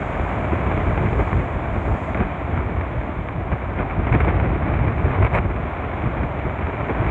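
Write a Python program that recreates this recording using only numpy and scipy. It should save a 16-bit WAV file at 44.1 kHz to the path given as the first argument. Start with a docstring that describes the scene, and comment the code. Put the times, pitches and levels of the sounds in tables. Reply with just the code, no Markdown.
"""Storm surf, heard through a wind-beaten microphone: breakers roar as noisy grains, foam hisses faintly.
Gusts boom as slow noise on the diaphragm, and eddies swirl and crackle at the microphone port.
Single pops are short snaps with a low push; a few hard blasts are brief bursts of crackle and boom.
The recorder limits the peaks, adds a faint hiss and cuts the lowest and highest tones."""
import sys
import numpy as np
from scipy.fft import rfft, irfft, next_fast_len
from scipy.io import wavfile
from scipy.ndimage import uniform_filter1d, minimum_filter1d, map_coordinates

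SR = 44100
rng = np.random.default_rng(int(sys.argv[2]) if len(sys.argv) > 2 else 0)


def transcribe(signal):
    """Save signal, clipped to [-1, 1], as a 16-bit WAV file at the path in sys.argv[1]."""
    frames = np.atleast_2d(signal).T
    limited = np.clip(frames, -1, 1)
    pcm = np.round(limited * 32767).astype(np.int16)
    wavfile.write(sys.argv[1], SR, pcm)


N = 313242
T = np.arange(N) / SR  # time of each sample, s

# tone colour of the wind pushing the diaphragm: f/Hz, level/dB
BOOM_SPECTRUM = [(20, -44.5), (31, -26.5), (42, -6.5), (68, 0), (100, -4), (150, -11), (250, -28),
                 (600, -50.5), (1500, -120)]
# tone colour of eddies tearing at the microphone port: f/Hz, level/dB
PORT_SPECTRUM = [(100, -15), (350, 4.5), (1000, 2.5), (1500, -2), (1900, -4.5), (2300, -1.5), (2500, -7.5),
                 (2800, -16.5), (3400, -26.5), (3900, -32.5), (4400, -50.5), (6000, -66), (8000, -58),
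                 (11000, -94)]
# tone colour of the bright edge on pops and blasts: f/Hz, level/dB
EDGE_SPECTRUM = [(2000, -20), (4600, -2), (6000, -9), (7400, 0), (8600, -3), (10300, -30), (15500, -45)]


def surf():
    """Collapsing water and countless bubbles roar; the foam left behind hisses."""
    # strength of the breakers before the lift below: t/s, level/dB
    sea_strength = [(0.03, -33), (0.18, -33), (0.65, -32.5), (2.14, -34.5), (2.32, -35), (2.59, -35.5),
                    (3.29, -36.5), (4.06, -36), (4.21, -33), (4.82, -36.5), (5.19, -35), (5.48, -38.5),
                    (5.66, -36), (6.21, -34.5), (6.77, -35.5), (7.05, -33.5)]
    # strength of the foam before the lift below: t/s, level/dB
    foam_strength = [(0.06, -67.5), (0.41, -68.5), (0.7, -70.5), (0.91, -69), (1.09, -67.5), (1.28, -68),
                     (1.44, -70.5), (1.59, -72.5), (2.04, -67.5), (2.21, -74), (3.43, -77.5), (3.97, -78),
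                     (4.38, -78), (4.58, -78.5), (5.2, -75.5), (5.39, -78), (5.58, -77.5), (7.02, -75)]
    # tone colour of the breakers: f/Hz, level/dB
    roar_spectrum = [(100, -20.5), (250, -3), (400, -8), (500, -8.5), (610, 0), (700, 0), (820, -5.5),
                     (1050, -5.5), (1400, -11), (1900, -15.5), (2300, -13), (2700, -24.5), (3500, -30),
                     (4400, -50.5), (6000, -98)]
    # tone colour of the foam: f/Hz, level/dB
    foam_spectrum = [(2000, -22.5), (4500, -7), (5700, -9), (6500, -3), (7200, 0), (7700, -7), (8500, -8),
                     (10300, -26), (15500, -41)]

    roar_db = curve(sea_strength) + 4 + 0.65 * wobble(8.1)
    bubbles = unit(coloured(grains(rate=5000, scatter_db=1.5), roar_spectrum))
    roar = amp(roar_db) * bubbles
    foam_db = curve(foam_strength) + 2.5 + 0.6 * wobble(9)
    return roar + amp(foam_db) * rush(foam_spectrum)


def buffeting():
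    """Gusts push the diaphragm; smaller eddies swirl and crackle, most of all at the pressure peaks."""
    # steady push of the wind between gusts: t/s, level/dB
    wind_strength = [(0.0, -31), (0.26, -28), (0.53, -22.5), (0.93, -22), (1.18, -21.5), (1.54, -28.5),
                     (1.78, -23), (1.9, -27), (2.51, -28), (2.67, -29), (3.52, -30), (4.29, -20),
                     (4.47, -21), (5.36, -22.5), (5.61, -26.5), (5.89, -29), (6.86, -27.5), (7.1, -19)]
    # short lulls in which the wind falls away: middle t/s, length t/s
    lull_times = [(2.033, 0.17), (2.377, 0.18), (3.59, 0.062), (3.924, 0.19), (5.137, 0.042), (5.73, 0.21),
                  (6.32, 0.12), (6.748, 0.11)]
    # how hard eddies tear at the port, before the lift below: t/s, level/dB
    crackle_strength = [(0.03, -37), (0.24, -33.5), (1.25, -34), (1.6, -38), (2.05, -37), (2.19, -38),
                        (3.5, -43), (3.74, -37.5), (4.11, -37.5), (4.25, -33.5), (4.88, -33.5), (5.25, -36),
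                        (5.37, -36.5), (6.47, -37.5), (6.69, -33), (7.08, -34)]
    # tone colour of the swirling eddies: f/Hz, level/dB
    eddy_spectrum = [(60, -25), (120, -6), (175, 2.5), (230, -1.5), (350, -1), (480, -6.5), (900, -16),
                     (2000, -22.5), (3500, -73), (5000, -120)]

    lull_db = -2.5 * sum(swell(s, length) for s, length in lull_times)
    wind_db = curve(wind_strength) + 1.2 * wobble(16) + lull_db
    gust_boom, gust_swirl = gusts()
    boom_gain = blown(wind_db, gust_boom, level_db=-26, grows=0.86)
    swirl_gain = blown(wind_db, gust_swirl, level_db=-32, grows=0.77)
    crackle_db = curve(crackle_strength) + 1.9 + 0.3 * lull_db + 0.44 * wobble(14)
    # each gust also crackles, 12 dB below its swirl
    crackle_gain = np.hypot(amp(crackle_db), amp(-12) * gust_swirl)

    pressure = steadied(rush(BOOM_SPECTRUM), span=0.07)
    # eddies arrive in clumps that drive both the swirl and the crackle
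    clumps = wobble(45) + 0.57 * wobble(130)
    eddies = coloured(grains(rate=900, scatter_db=2.5), eddy_spectrum)
    swirl = steadied(eddies, span=0.083) * unit(amp(1.6 * clumps))
    # stronger pressure, in or out, tears harder
    tearing_db = 1.7 * clumps + 2 * np.minimum(np.abs(pressure), 2)
    tearing = grains(rate=3000, scatter_db=4.0) * amp(tearing_db)
    crackle = steadied(coloured(tearing, PORT_SPECTRUM), span=0.14)
    return boom_gain * pressure + swirl_gain * swirl + crackle_gain * crackle


def gusts():
    """Single gusts swell and fade: returns the gains they give to the boom and to the swirl."""
    # gusts: peak t/s, length t/s, boom level/dB, swirl level/dB
    gust_list = [(0.216, 0.076, -19, -41), (.53, .08, -32, -27), (0.77, 0.071, -25, -29),
                 (0.888, 0.063, -17, -31), (1.04, 0.077, -26, -27), (1.204, 0.094, -19, -25.5),
                 (1.367, 0.11, -17, -30.5), (1.541, 0.086, -21.5, -38), (1.905, 0.11, -18.5, -25.5),
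                 (2.205, 0.12, -22.5, -24), (2.57, 0.18, -22.5, -27), (2.682, 0.11, -25.5, -29.5),
                 (2.791, 0.14, -22, -33), (2.99, 0.11, -24, -41), (3.077, 0.06, -32, -25.5),
                 (3.19, 0.068, -22.5, -41), (3.379, 0.1, -22, -38), (3.534, 0.043, -17.5, -26.5),
                 (3.813, 0.1, -26, -25), (3.996, 0.032, -17, -25), (4.145, 0.085, -14, -23),
                 (4.24, 0.071, -20.5, -31), (4.374, .08, -20, -32), (4.504, 0.035, -21, -27),
                 (4.857, 0.14, -20.5, -40), (5.061, .06, -16.5, -27), (5.225, 0.083, -11.5, -27),
                 (5.391, 0.051, -17, -26.5), (5.47, 0.083, -20, -44), (6.063, 0.057, -18, -25),
                 (6.219, 0.15, -23.5, -28.5), (6.472, 0.059, -22, -24.5), (6.646, 0.14, -25, -34),
                 (6.904, 0.072, -34, -25.5), (7.01, .06, -21.5, -30)]
    return sum(amp([[boom_db], [swirl_db]]) * swell(s, length)
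               for s, length, boom_db, swirl_db in gust_list)


def blown(wind_db, gust, level_db, grows):
    """Gain of a wind layer: it grows by so many dB per dB of wind, and gusts add their power."""
    usual_wind_db = -26
    return np.hypot(amp(level_db + grows * (wind_db - usual_wind_db)), gust)


def swell(s, length):
    """One smooth hump of height 1 around time s."""
    return np.cos(np.pi * np.clip((T - s) / length, -0.5, 0.5))


def pops():
    """An eddy breaks on the port: a snap, a short splutter, a low push and a bright edge that grows steeply
    with strength."""
    # pops: t/s, strength as level/dB, from which each part takes its own level
    pop_list = [(0.7151, -10), (0.776, -14), (0.9766, -11.5), (1.130, -11.5), (1.3299, -8.5),
                (2.1467, -8.5), (2.1742, -11.5), (2.204, -10), (2.576, -15), (2.769, -16), (2.811, -12.5),
                (3.0133, -13.5), (3.287, -11.5), (3.7889, -13.5), (4.0688, -8.5), (4.1255, -7),
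                (4.140, -7.5), (4.1495, -8), (4.2041, -6.5), (4.248, -7), (4.368, -14), (4.3998, -9),
                (4.7383, -12), (4.7911, -13), (4.8812, -12), (5.082, -12), (5.2266, -8), (5.2484, -6.5),
                (5.351, -5.5), (5.5629, -13), (6.2333, -11), (6.6687, -10.5), (6.896, -11.5)]
    push_spectrum = [(500, 1.5), (2000, -20.5), (4000, -49)]  # f/Hz, level/dB

    snaps, pushes, edges = np.zeros((3, N + SR))
    t = np.arange(SR // 16) / SR
    # peak of one filtered click, used to set the height of the snaps
    snap_peak = np.abs(coloured(1.0 * (T == 0), PORT_SPECTRUM)).max()
    u = t / 0.0012
    push = u * (2 - u) * np.exp(-u)  # out, then back in
    for s, db in pop_list:
        start, sign = round(s * SR), rng.choice([-1, 1])
        here = slice(start, start + len(t))
        # the splutter fades by 60 dB in 0.026 s, behind a single click
        snap = 0.11 * rng.standard_normal(len(t)) * amp(-60 * t / 0.026)
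        snap[0] = 1
        snaps[here] += sign * amp(db - 3.0) * snap / snap_peak
        pushes[here] += sign * amp(db - 3.5) * push
        # the edge grows by 6 dB for each dB of pop
        edge_db = -38.5 + 6 * (db + 5)
        edges[here] += amp(edge_db - 60 * t / 0.031) * rng.standard_normal(len(t))
    return (coloured(snaps[:N], PORT_SPECTRUM) + coloured(pushes[:N], push_spectrum)
            + coloured(edges[:N], EDGE_SPECTRUM))


def blasts():
    """The hardest gusts tear at the port for a few hundredths of a second and die away fast."""
    # blasts: start t/s, length t/s, tearing level/dB
    blast_list = [(2.179, 0.061, -31), (3.512, 0.024, -26.5), (3.766, 0.065, -31), (3.895, 0.02, -24.5),
                  (4.065, 0.038, -29.5), (4.115, 0.052, -27), (4.198, 0.021, -23), (4.275, 0.035, -26),
                  (4.4, 0.016, -30), (4.734, 0.019, -27.5), (5.123, 0.041, -27.5), (5.217, 0.058, -23.5),
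                  (5.326, 0.068, -21), (7.058, 0.057, -28)]
    attack_s, release_s = 0.0086, 0.026

    tearing = np.zeros(N)
    for s, length, tear_db in blast_list:
        rise = (T - s) / attack_s
        fall = 0.5 + (s + length - T) / release_s  # halfway down when the length is over
        gate = np.sin(np.pi / 2 * np.clip(np.minimum(rise, fall), 0, 1)) ** 2
        tearing += amp(tear_db) * gate
    crackle = unit(coloured(grains(rate=1500, scatter_db=2.5), PORT_SPECTRUM))
    boom = steadied(rush(BOOM_SPECTRUM), span=0.035)
    # the bright fringe grows with the square of the strength
    sizzle = unit(coloured(grains(rate=700, scatter_db=0.5), EDGE_SPECTRUM))
    fringe = amp(-24.5) * tearing ** 2 * sizzle
    return tearing * (crackle + boom) + fringe


def amp(db):
    """Decibels to gain."""
    return 10 ** (np.asarray(db) / 20)


def unit(x):
    """Scale to an rms (average strength) of 1."""
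    return x / np.sqrt(np.mean(x ** 2) + 1e-20)


def curve(rows):
    """Join (time, value) points by straight lines, one value per sample."""
    s, values = np.transpose(rows)
    return np.interp(T, s, values)


def wobble(rate):
    """A smooth random curve through rate random points a second."""
    return map_coordinates(rng.standard_normal(int(N * rate / SR) + 4), [T * rate])


def coloured(x, spectrum):
    """Filter x to the gains of the (Hz, dB) points, with no sound ahead of its cause."""
    m = 2 * next_fast_len(N // 2 + SR // 4)
    hz, db = np.transpose(spectrum)
    log_hz = np.log(np.fft.rfftfreq(m, 1 / SR) + 1)
    log_gain = np.log(amp(np.interp(log_hz, np.log(hz), db)))
    # folding the cepstrum forward gives the filter its minimum delay
    cepstrum = irfft(log_gain, m)
    cepstrum[1:m // 2] *= 2
    cepstrum[m // 2 + 1:] = 0
    return irfft(rfft(x, m) * np.exp(rfft(cepstrum)), m)[:N]


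def rush(spectrum):
    """Coloured noise of rms 1."""
    return unit(coloured(rng.standard_normal(N), spectrum))


def steadied(x, span):
    """Even out the swells of x that are slower than span seconds."""
    power = np.abs(uniform_filter1d(x ** 2, max(int(span * SR), 2)))
    power = uniform_filter1d(power, max(int(span * SR / 2), 2))
    return unit(x / np.sqrt(power + 1e-9))


def grains(rate, scatter_db):
    """Random clicks, rate a second on average, of either sign and scattered size, rms 1."""
    present = rng.random(N) < rate / SR
    sign = np.sign(rng.standard_normal(N))
    return unit(present * sign * amp(scatter_db * rng.standard_normal(N)))


def limited(x, ceiling_db, hold):
    """A fast limiter ducks the gain around the peaks that pass the ceiling; hold is in seconds."""
    width = max(int(hold * SR), 4)
    needed = np.minimum(1, amp(ceiling_db) / (np.abs(x) + 1e-9))
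    gain = minimum_filter1d(needed, 2 * width)
    return x * uniform_filter1d(uniform_filter1d(gain, width), width)


def scene():
    """Sea and wind at one microphone."""
    return (surf() + buffeting() + pops() + blasts())[None]


def record(dry):
    """The recorder limits peaks, adds a faint even hiss, and cuts deep rumble and the highest treble."""
    hiss = amp(-82) * rng.standard_normal(N)
    hissy = limited(dry, ceiling_db=-6.0, hold=0.0013) + hiss
    m = next_fast_len(N + SR // 4)
    hz = np.fft.rfftfreq(m, 1 / SR)
    low_cut = hz ** 4 / np.sqrt(hz ** 8 + 32.0 ** 8)  # fades out below 32 Hz
    high_cut = hz < 15750
    return irfft(rfft(hissy, m) * low_cut * high_cut, m)[:, :N]


dry = scene()
out = record(dry)
transcribe(out)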